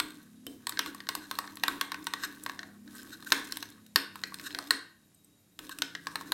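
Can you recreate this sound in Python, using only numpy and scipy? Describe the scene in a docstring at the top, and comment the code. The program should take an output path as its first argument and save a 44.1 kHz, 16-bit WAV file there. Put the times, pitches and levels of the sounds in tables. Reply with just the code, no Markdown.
"""Stirring spice paste into yogurt

A steel spoon beats the paste in a small glass bowl held down in a metal pan, close to the microphone.
Knocks ring the bowl's damped modes; random grains of grit and slip make the scrape, crackle and squelch.
The pan booms faintly through its own modes, and a hard kitchen rings after every knock.
An engine idles far outside, as wavering exhaust harmonics, behind soft hiss and thin whistles."""
import sys
import numpy as np
from scipy import signal
from scipy.fft import rfft, irfft, next_fast_len
from scipy.io import wavfile

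SR = 44100
rng = np.random.default_rng(int(sys.argv[2]) if len(sys.argv) > 2 else 0)


def unload_audio(sound):
    """Save the sound as a 16-bit wav file, at the path given as the first command line argument."""
    columns = np.transpose(np.atleast_2d(sound))
    # keep every value between -1 and 1, then stretch to whole-number steps
    steps = np.round(np.clip(columns, -1, 1) * 32767)
    wavfile.write(sys.argv[1], SR, steps.astype(np.int16))


N = 279549

# Knocks of the spoon on the bowl. Each row: start in seconds, strength in dB, hardness in dB (high on bare
# glass, low through paste), bottom in dB (extra weight in the lowest modes), pitch of the clack in Hz.
KNOCKS = [(0.0005, -31.5, 2.5, 0.5, 3500), (0.467, -54.0, 11, -1, 3240), (0.6698, -38, 3, 3.5, 3800),
          (0.694, -45.5, 8, 7, 3720), (0.7229, -45.5, -4, -5, 4010), (0.7732, -38.5, -8, -20, 4120),
          (0.792, -28.5, 1.5, -2.5, 3340), (0.861, -44, -1, 6.5, 3500), (0.9476, -57.5, 4.5, 15.5, 4900),
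          (1.004, -45.5, -4, -6, 3260), (1.0697, -48, -5, -5, 4020), (1.089, -32.5, 1.0, 1, 3900),
          (1.1519, -42, 4.5, 8.5, 4500), (1.3125, -39, 0.5, 5.5, 3760), (1.3877, -37, 0.5, 11.5, 4660),
          (1.442, -55.5, -33, 16, 4220), (1.476, -49, -6.5, -7, 3540), (1.5707, -49, 1, 3, 3750),
          (1.6364, -29, -0.5, 1.5, 3710), (1.6811, -30, -1.5, 4.5, 3800), (1.812, -31, 1, 3.0, 3280),
          (1.919, -39, -2.5, 6, 3740), (1.944, -41, -4.5, 2, 2750), (2.069, -36.5, 1, 4, 3660),
          (2.1368, -35, -1.5, 4, 3600), (2.2358, -39, -3, 2.5, 3908), (2.4626, -38, -5, 6, 4130),
          (2.4962, -40, -6, 4.5, 3370), (2.592, -41, -6, -24, 4000), (2.631, -46, -9, -3, 4070),
          (2.877, -58, -3.5, -15, 4000), (3.225, -53.5, -2.5, 5, 3820), (3.321, -20.5, -1, -5.5, 3900),
          (3.3261, -40.5, 4, 13.5, 2800), (3.523, -41.5, 7.5, -7.5, 3740), (3.571, -46.5, 8, 1, 3800),
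          (3.627, -41.5, 1.5, -3, 4030), (3.864, -67.5, 5.5, -23, 4016), (3.9594, -22, 2.5, -3.5, 4356),
          (4.1566, -52.5, 0, 13, 4660), (4.2369, -35.5, -0.5, -23.5, 4380),
          (4.322, -61.5, -8.5, 19.5, 4100), (4.3431, -49, 8, -1, 3930), (4.397, -47.5, -2.5, -2.5, 4900),
          (4.5066, -49, -2.5, -4.5, 2960), (4.548, -38.5, 0, -10, 4050), (4.5877, -39, 0.5, 3.5, 4460),
          (4.7075, -24.0, 2.5, -4, 4330), (5.5909, -48, 4, 0.5, 3400), (5.6938, -49, 2, 7, 2876),
          (5.7869, -52.5, 9, 1, 5540), (5.8205, -31.5, 3.5, -10, 3700), (5.951, -38, -6, -9, 2700),
          (6.0699, -38, -3.5, 6, 3980), (6.1566, -35.5, -1, 1, 4080), (6.211, -52.5, -2.0, 14.5, 3600),
          (6.3205, -30.5, 1.5, 0.5, 3930)]
# Edges in Hz of the four registers of the bowl's modes: body, wall, clack and tick.
REGISTER_EDGES = [750, 1350, 2350, 6000, 14500]
CLACK_LOW_HZ = REGISTER_EDGES[2]
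# How each register answers a knock. Each row: level in dB, dB gained per dB of hardness, dB gained per
# dB of bottom.
REGISTER_RESPONSE = [(-3.5, 0.06, 1), (0.5, -0.17, 0), (3, 0.6356, 0), (-4.5, 1.44, 0.5)]
# Modes of the bowl with paste and spoon. Each row: frequency in Hz, level in dB, t60 in seconds.
BOWL_MODES = [(962, -0.5, 0.035), (1108.6, 1.5, 0.044), (1260, -3, 0.023), (1535.5, -1, 0.032),
              (1680, -3, 0.024), (1859, -0.5, 0.022), (2150, -12.5, 0.027), (2687, -3, 0.0072),
              (3250, -10, 0.0074), (3756, -5.5, 0.014), (4150, -3.5, 0.013), (4640, -5.5, 0.0027),
              (5200, -6.5, 0.011), (6220, -2.5, 0.0072), (7070, -1, .009), (8140, 3, 0.013),
              (9000, 0.5, 0.011), (11650, 6, 0.0037), (12360, 0.5, 0.008)]
# Short rubs along the wall. Each row: centre in seconds, level in dB, half length in seconds.
RUBS = [(0.872, -49.5, 0.017), (1.237, -52, .018), (2.208, -46.5, 0.013), (2.24, -39, 0.011),
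        (2.958, -61, 0.009), (2.997, -53.5, 0.01), (3.134, -46, 0.011), (3.2715, -41, 0.0045),
        (4.452, -47.5, 0.012), (4.47, -36, 0.0065), (5.72, -46, 0.008), (6.278, -51.5, 0.01)]

# Spells of stirring, between which the spoon is lifted. Each row: start in seconds, end in seconds,
# effort in dB.
SPELLS = [(0, 0.186, -4), (0.606, 0.643, -5), (0.665, 2.38, -2.5), (2.38, 2.61, -1), (2.883, 3.25, -3),
          (3.278, 3.661, 1), (4.152, 4.641, 0.5), (5.625, 6.34, -4.5)]
BITE_S, LIFT_S = 0.032, 0.066   # time constants as the spoon digs in and comes free
IDLE_DB = -36   # effort between spells, when it barely touches
SWELLS_PER_S, SWELL_DB = 14, 4   # the drag varies as the spoon meets lumps
RUMBLE_DB, SQUELCH_DB, SCRAPE_DB = -59, -63, -59.5   # at an effort of 0 dB
RUMBLE_FOLLOWS, SQUELCH_FOLLOWS, SCRAPE_FOLLOWS = 0.47, 0.66, 1   # dB per dB of effort

# Spectrum of the scraping grit. 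Each row: frequency in Hz, level in dB per Hz.
CRACKLE_SPECTRUM = [(2400, -3.5), (4000, 5.5), (5500, 2), (8300, -8.5), (10200, -11), (12400, -4.5),
                    (16000, 0.5)]
# The paste closes behind the spoon. Each row: centre in seconds, level in dB, half length in seconds.
SLURPS = [(2.64, -63, 0.061), (4.61, -56.5, 0.043)]
# Air pockets snap in the paste. Each row: start in seconds, level in dB.
SNAPS = [(0.231, -48), (1.556, -34), (2.043, -33), (2.437, -28), (3.031, -37), (3.702, -39.5),
         (3.865, -42.5)]

# The free spoon handle rings once. Each row: frequency in Hz, level in dB, t60 in seconds.
HANDLE_MODES = [(3065, -41.5, 0.11)]
CLINK_S = 0.467
# The tip of the spoon grazes the glass. Each row: start in seconds, level in dB.
GRAZES = [(2.952, -42.5), (3.444, -43), (5.147, -52.5), (5.246, -50.5), (5.788, -41.5)]
# Modes of the steel tip. Each row: frequency in Hz, level in dB, t60 in seconds.
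TIP_MODES = [(8200, 1, 0.021), (12200, -5.5, .025)]

# Modes of the pan under the bowl. Each row: frequency in Hz, level in dB, t60 in seconds.
PAN_MODES = [(55, -7.5, 0.023), (122, -3.5, 0.029), (281.6, -3.5, 0.18), (331, -6, 0.42), (347, 5, 0.044),
             (431, -11.5, 0.39), (481, -5, 0.12), (700, -5.5, 0.036)]
# The bowl rocks on the pan. Each row: start in seconds, level in dB.
ROCKS = [(.467, -44), (1.682, -43.5), (4.55, -56.5), (5.591, -58.5)]
# The bowl is dragged a little on the pan. Each row: centre in seconds, level in dB, half length in seconds.
DRAGS = [(.03, -48.5, .04), (.52, -52, .04), (.74, -53, .025), (.88, -48.5, .025), (1.15, -50.5, .04),
         (1.73, -47.5, .06), (2.0, -52.5, .03), (2.26, -54, .035), (2.87, -58, .02), (3.1, -54.5, .03),
         (3.36, -52.5, .04), (4.56, -53, .04), (4.73, -54, .03), (5.63, -52, .025), (5.79, -54.5, .025),
         (6.32, -50, .045)]
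# Spectrum of the dragging rumble. Each row: frequency in Hz, level in dB per Hz.
RUMBLE_SPECTRUM = [(60, -17.5), (150, -18.5), (240, -9.5), (295, 3), (340, -4), (400, -13), (650, -23),
                   (1100, -31.5)]

# Decay of the kitchen's echo. Each row: frequency in Hz, t60 in seconds.
ROOM_T60 = [(100, 0.45), (300, 0.3147), (1200, .50), (4000, 0.39), (9000, 0.29), (16000, 0.21)]
# Colour of the kitchen's echo. Each row: frequency in Hz, level in dB.
ROOM_COLOUR = [(100, -22), (300, 11.5), (700, 5), (1100, 0.5), (1700, 1.5), (2800, 1.5), (4200, -2.5),
               (8000, 1), (15000, 1)]

# The far engine. Each row: time in seconds, firings per second, level in dB.
ENGINE = [(0, 31.7, -60.5), (.45, 36.7, -58), (.9, 33.6, -60.5), (2.2, 32.1, -63.5), (2.65, 33.9, -60),
          (3.85, 35.8, -60.5), (4.15, 32.5, -59), (4.7, 31, -70), (5.3, 35.3, -70.5), (5.6, 27, -71),
          (6.34, 29.5, -58.5)]
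# Exhaust harmonics. Each row: multiple of the firing rate, level in dB.
EXHAUST = [(3, -12), (4, -25.5), (5, -9), (6, -2), (7, -3.5), (10, -25)]
# Spectrum of the background hiss. Each row: frequency in Hz, level in dB per Hz.
AIR_SPECTRUM = [(25, -30), (105, -2.5), (160, -7.5), (310, -16.5), (450, -16.5), (1000, -25), (4000, -25.5),
                (6000, -25), (12000, -24.5), (16000, -43.5)]
AIR_DB = -66.5   # hiss while the outside noise is at its average level
# Thin whistles in the background. Each row: frequency in Hz, level in dB.
WHISTLES = [(3817, -81), (7050, -85.5), (11130, -86.5), (13320, -80)]

# Resonances in which the channels differ. Each row: frequency in Hz, width in Hz, lean as a gain
# (positive is left).
LEAN = [(1884, 218, 0.31), (9880, 690, -0.15)]
CUTOFF_HZ = 16200


def from_db(db):
    """Decibels to gain."""
    return np.exp(np.asarray(db) * np.log(10) / 20)


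def rms_one(x):
    """Scale to an rms of 1."""
    return x / np.sqrt(np.mean(x ** 2) + 1e-20)


def in_time(rows):
    """The columns of a curve at every sample."""
    s, *columns = np.transpose(rows)
    return [np.interp(np.arange(N) / SR, s, column) for column in columns]


def at_hz(points, hz):
    """Read a spectrum on a log-frequency axis."""
    f, value = np.transpose(points)
    return np.interp(np.log(np.maximum(hz, 1)), np.log(f), value)


def band(x, low, high):
    """Causal band-pass."""
    edges = [low, min(high, SR / 2 - 1000)]
    return signal.sosfilt(signal.butter(2, edges, "band", fs=SR, output="sos"), x + 1e-18)


def peak(x, hz, width_hz):
    """A resonance with a gain of 1 at its top."""
    return signal.lfilter(*signal.iirpeak(hz, hz / width_hz, fs=SR), x)


def coloured(x, spectrum):
    """Give a signal's spectrum a colour; rms 1."""
    size = next_fast_len(N)
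    hz = np.arange(size // 2 + 1) * SR / size
    return rms_one(irfft(rfft(x, size) * from_db(at_hz(spectrum, hz)), size)[:N])


def drift(points_per_s):
    """Slow chance with an rms of 1, in straight lines between random points."""
    points = rng.standard_normal(4000)
    return rms_one(np.interp(np.arange(N) / SR * points_per_s, np.arange(len(points)), points))


def ring(clicks, modes):
    """Each click sets every mode ringing at its own height; the modes alternate in sign."""
    out = 0
    for k, (hz, db, t60) in enumerate(modes):
        radius = from_db(-60 / (t60 * SR))
        w = 2 * np.pi * hz / SR
        poles = [1, -2 * radius * np.cos(w), radius * radius]
        out = out + (-1) ** k * from_db(db) * signal.lfilter([0, np.sin(w)], poles, clicks + 1e-18)
    return out


def add(track, s, sound):
    """Mix a sound into a track at a time."""
    at = int(np.clip(round(s * SR), 0, N - 1))
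    track[at:at + len(sound)] += sound[:N - at]


def taps(rows):
    """One click for each row of start and level."""
    out = np.zeros(N)
    for s, db in rows:
        add(out, s, from_db([db]))
    return out


def grains(typical_per_s, spread_db):
    """Random clicks of either sign, clumped by a drifting rate; a few are far larger than the rest."""
    chance = typical_per_s * from_db(5 * drift(40)) / SR
    born = np.flatnonzero(rng.random(N) < chance)
    size_db = spread_db * np.minimum(rng.exponential(1, N)[born], 4)
    out = np.zeros(N)
    out[born] = from_db(size_db) * np.sign(rng.random(N)[born] - .5)
    return out


def swells(rows):
    """Strength of brief slides; each rises and fades in a bell shape."""
    t = np.arange(N) / SR
    power = 0
    for s, db, half_s in rows:
        power = power + from_db(db) ** 2 * np.exp(-np.minimum(((t - s) / half_s) ** 2, 100))
    return np.sqrt(power)


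def knocks(mode_spread_db=4.5, crack=1.96, crack_s=0.0031, rise_s=0.00017, clack_gain=1.0,
           clack_width_hz=800, strike=1.3, strike_s=0.00038):
    """Each touch lands elsewhere and in other paste, so the modes shift in strength and pitch."""
    t, out = np.arange(int(.04 * SR)) / SR, np.zeros(N)
    attack, detune = int(.01 * SR), .02   # samples; spread of pitch as a fraction
    hz, mode_db, t60 = np.transpose(BOWL_MODES)
    register = np.digitize(hz, REGISTER_EDGES[1:-1])
    decay = from_db(-60 * t / t60[:, None])
    rise = 1 - np.exp(-(t / rise_s) ** 2)
    # the steel strikes sharply, then spice grains are crushed in the contact
    fade = np.exp(-t / crack_s) + strike * np.exp(-t / strike_s)
    grit = crack * rng.standard_normal((len(KNOCKS), len(t))) * fade
    cracks = [band(grit, low, high) for low, high in zip(REGISTER_EDGES, REGISTER_EDGES[1:])]
    for i, (s, db, hardness, bottom, clack_hz) in enumerate(KNOCKS):
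        strength, shift, turn = rng.standard_normal((3, len(hz), 1))
        phase = 2 * np.pi * hz[:, None] * (1 + detune * shift) * t + np.pi * turn
        modes = from_db(mode_db[:, None] + mode_spread_db * strength) * decay * np.sin(phase)
        for k, (register_db, by_hardness, by_bottom) in enumerate(REGISTER_RESPONSE):
            part = (modes[register == k].sum(0) + cracks[k][i]) * rise
            if k == 2:   # the spot that is struck favours one pitch of the clack
                part = part + clack_gain * peak(part, clack_hz, clack_width_hz)
            level_db = db + register_db + by_hardness * hardness + by_bottom * bottom
            add(out, s - rise_s, from_db(level_db) * part / np.std(part[:attack]))
    # the knocks themselves carry little below about 560 Hz; the pan supplies the lows
    return signal.sosfilt(signal.butter(2, 560, "high", fs=SR, output="sos"), out + 1e-18)


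def rubs(treble_db=-1.5):
    """Where steel meets bare glass it chatters in quick, nearly equal slips that ring all the modes."""
    slips = grains(typical_per_s=4000, spread_db=0.5)
    low_modes = [mode for mode in BOWL_MODES if mode[0] < CLACK_LOW_HZ]
    high_modes = [mode for mode in BOWL_MODES if mode[0] > CLACK_LOW_HZ]
    low = rms_one(band(ring(slips, low_modes), 1400, 1750))
    high = coloured(ring(slips, high_modes), CRACKLE_SPECTRUM)
    return swells(RUBS) * (low + from_db(treble_db) * high)


def effort():
    """How hard the spoon drags, in dB: each spell rises, holds and dies away, and lumps make it swell."""
    t = np.arange(N) / SR
    spells = []
    for start, end, db in SPELLS:
        bite = 1 - np.exp(-np.maximum(t - start + BITE_S, 0) / BITE_S)
        lift = np.exp(-np.maximum(t - end, 0) / LIFT_S)
        spells.append(from_db(db) * bite * lift)
    drag = np.maximum(np.max(spells, axis=0), from_db(IDLE_DB))
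    return 20 * np.log10(drag) + SWELL_DB * drift(SWELLS_PER_S)


def wandering_modes(clicks, modes, wander_db):
    """Ring the modes while each drifts in strength as the spoon travels."""
    return sum(ring(clicks * from_db(wander_db * drift(18)), [mode]) for mode in modes)


def scrape(strength, wander_db=5.0, paste_db=-3.0, paste_low_hz=2500, paste_high_hz=13000):
    """Spice grit ticks in the high modes, whose mix wanders; the wet paste crackles without a pitch."""
    grit = grains(typical_per_s=280, spread_db=5.5)
    high_modes = [mode for mode in BOWL_MODES if mode[0] > CLACK_LOW_HZ]
    ticking = coloured(wandering_modes(grit, high_modes, wander_db), CRACKLE_SPECTRUM)
    bubbles = grains(typical_per_s=1100, spread_db=5.0)
    paste = rms_one(band(bubbles, paste_low_hz, paste_high_hz))
    return strength * (ticking + from_db(paste_db) * paste)


def squelch(strength, flutter_db=0.5):
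    """The spoon sticks and slips in the paste, stirring now one low mode of the bowl, now another."""
    slips = grains(typical_per_s=300, spread_db=4.5)
    low_modes = [mode for mode in BOWL_MODES if mode[0] < CLACK_LOW_HZ]
    body = wandering_modes(slips, low_modes, flutter_db)
    return strength * rms_one(band(body, 1200, 1800))


def slurps(cavity_hz=690, width_hz=190):
    """Air is drawn through the furrow behind the spoon and rings in it, hollow."""
    air = rng.standard_normal(N)
    hollow = peak(peak(air, cavity_hz, width_hz), cavity_hz, width_hz)
    return swells(SLURPS) * rms_one(hollow)


def snaps(decay_s=0.0015, low_hz=6000, high_hz=14000):
    """A larger air pocket opens with a short, bright spit of noise."""
    t, out = np.arange(int(.02 * SR)) / SR, np.zeros(N)
    for s, db in SNAPS:
        add(out, s, from_db(db) * rng.standard_normal(len(t)) * np.exp(-t / decay_s))
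    return band(out, low_hz, high_hz)


def spoon_ring():
    """The steel itself rings: the free handle once, and the tip wherever it grazes the glass."""
    return ring(taps([(CLINK_S, 0)]), HANDLE_MODES) + ring(taps(GRAZES), TIP_MODES)


def pan(rumble, carry_db=-16.5):
    """Knocks, rocking and the dragging of the bowl pass down into the pan."""
    blows = taps([(s, db + carry_db) for s, db, *_ in KNOCKS]) + taps(ROCKS)
    dragging = np.hypot(rumble, swells(DRAGS)) * coloured(rng.standard_normal(N), RUMBLE_SPECTRUM)
    return ring(blows, PAN_MODES) + dragging


def kitchen(x, wet_db=-11.5, build_s=0.0064):
    """Dense reflections build up within milliseconds and die band by band."""
    t = np.arange(2 ** 15) / SR
    hz = np.arange(len(t) // 2 + 1) * SR / len(t)
    reflections = rfft(rng.standard_normal(len(t))) * from_db(at_hz(ROOM_COLOUR, hz))
    centres, echo = np.geomspace(100, 16000, 8), 0
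    for k, centre in enumerate(centres):
        only_this_band = np.arange(len(centres)) == k
        share = at_hz(list(zip(centres, only_this_band)), hz)   # neighbouring bands cross-fade
        echo = echo + irfft(reflections * share) * from_db(-60 * t / at_hz(ROOM_T60, centre))
    echo = echo * (1 - np.exp(-(t / build_s) ** 2))
    return from_db(wet_db) * signal.fftconvolve(x, echo / np.linalg.norm(echo))[:N]


def engine(waver_db=3.0):
    """Only the low exhaust harmonics of the far engine come through the wall, each wavering in level."""
    rate, db = in_time(ENGINE)
    turn = 2 * np.pi * np.cumsum(rate) / SR
    lines = 0
    for multiple, level in EXHAUST:
        wave = np.sin(multiple * turn + 2 * np.pi * rng.random())
        lines = lines + from_db(level + waver_db * drift(6.0)) * wave
    return np.sqrt(2) * from_db(db) * lines


def background(width_hz=22, hiss_follows=0.24):
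    """Soft hiss that swells and sinks with the noise outside, and a few narrow whistles."""
    white, outside_db = rng.standard_normal(N), in_time(ENGINE)[1]
    whistles = 0
    for hz, db in WHISTLES:
        tone = peak(peak(white, hz, width_hz), hz, width_hz)
        whistles = whistles + from_db(db) * rms_one(tone)
    hiss_db = AIR_DB + hiss_follows * (outside_db - outside_db.mean())
    return whistles + from_db(hiss_db) * coloured(rng.standard_normal(N), AIR_SPECTRUM)


def scene():
    """Bowl and pan close to the microphone, almost mono; one effort drives squelch, scrape and rumble."""
    effort_db = effort()
    squelching = squelch(from_db(SQUELCH_DB + SQUELCH_FOLLOWS * effort_db))
    scraping = scrape(from_db(SCRAPE_DB + SCRAPE_FOLLOWS * effort_db))
    booming = pan(from_db(RUMBLE_DB + RUMBLE_FOLLOWS * effort_db))
    rest = squelching + scraping + rubs() + spoon_ring() + snaps() + booming
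    near = knocks() + rest
    # the far side of the bowl radiates a purer mix of its modes, which arrives only by way of the walls
    far = knocks(crack=0.5) + rest
    echo = (kitchen(near) + kitchen(far)) / np.sqrt(2)
    mid = near + echo + engine() + background() + slurps()
    side = sum(lean * peak(mid, hz, width) for hz, width, lean in LEAN)
    return np.array([mid + side, mid - side])


def record(dry, top=0.85):
    """The highest peaks are rounded, then the treble is cut steeply."""
    rounded = top * np.tanh(dry / top)
    return signal.sosfilt(signal.ellip(10, .1, 80, CUTOFF_HZ, fs=SR, output="sos"), rounded)


dry = scene()
out = record(dry)
unload_audio(out)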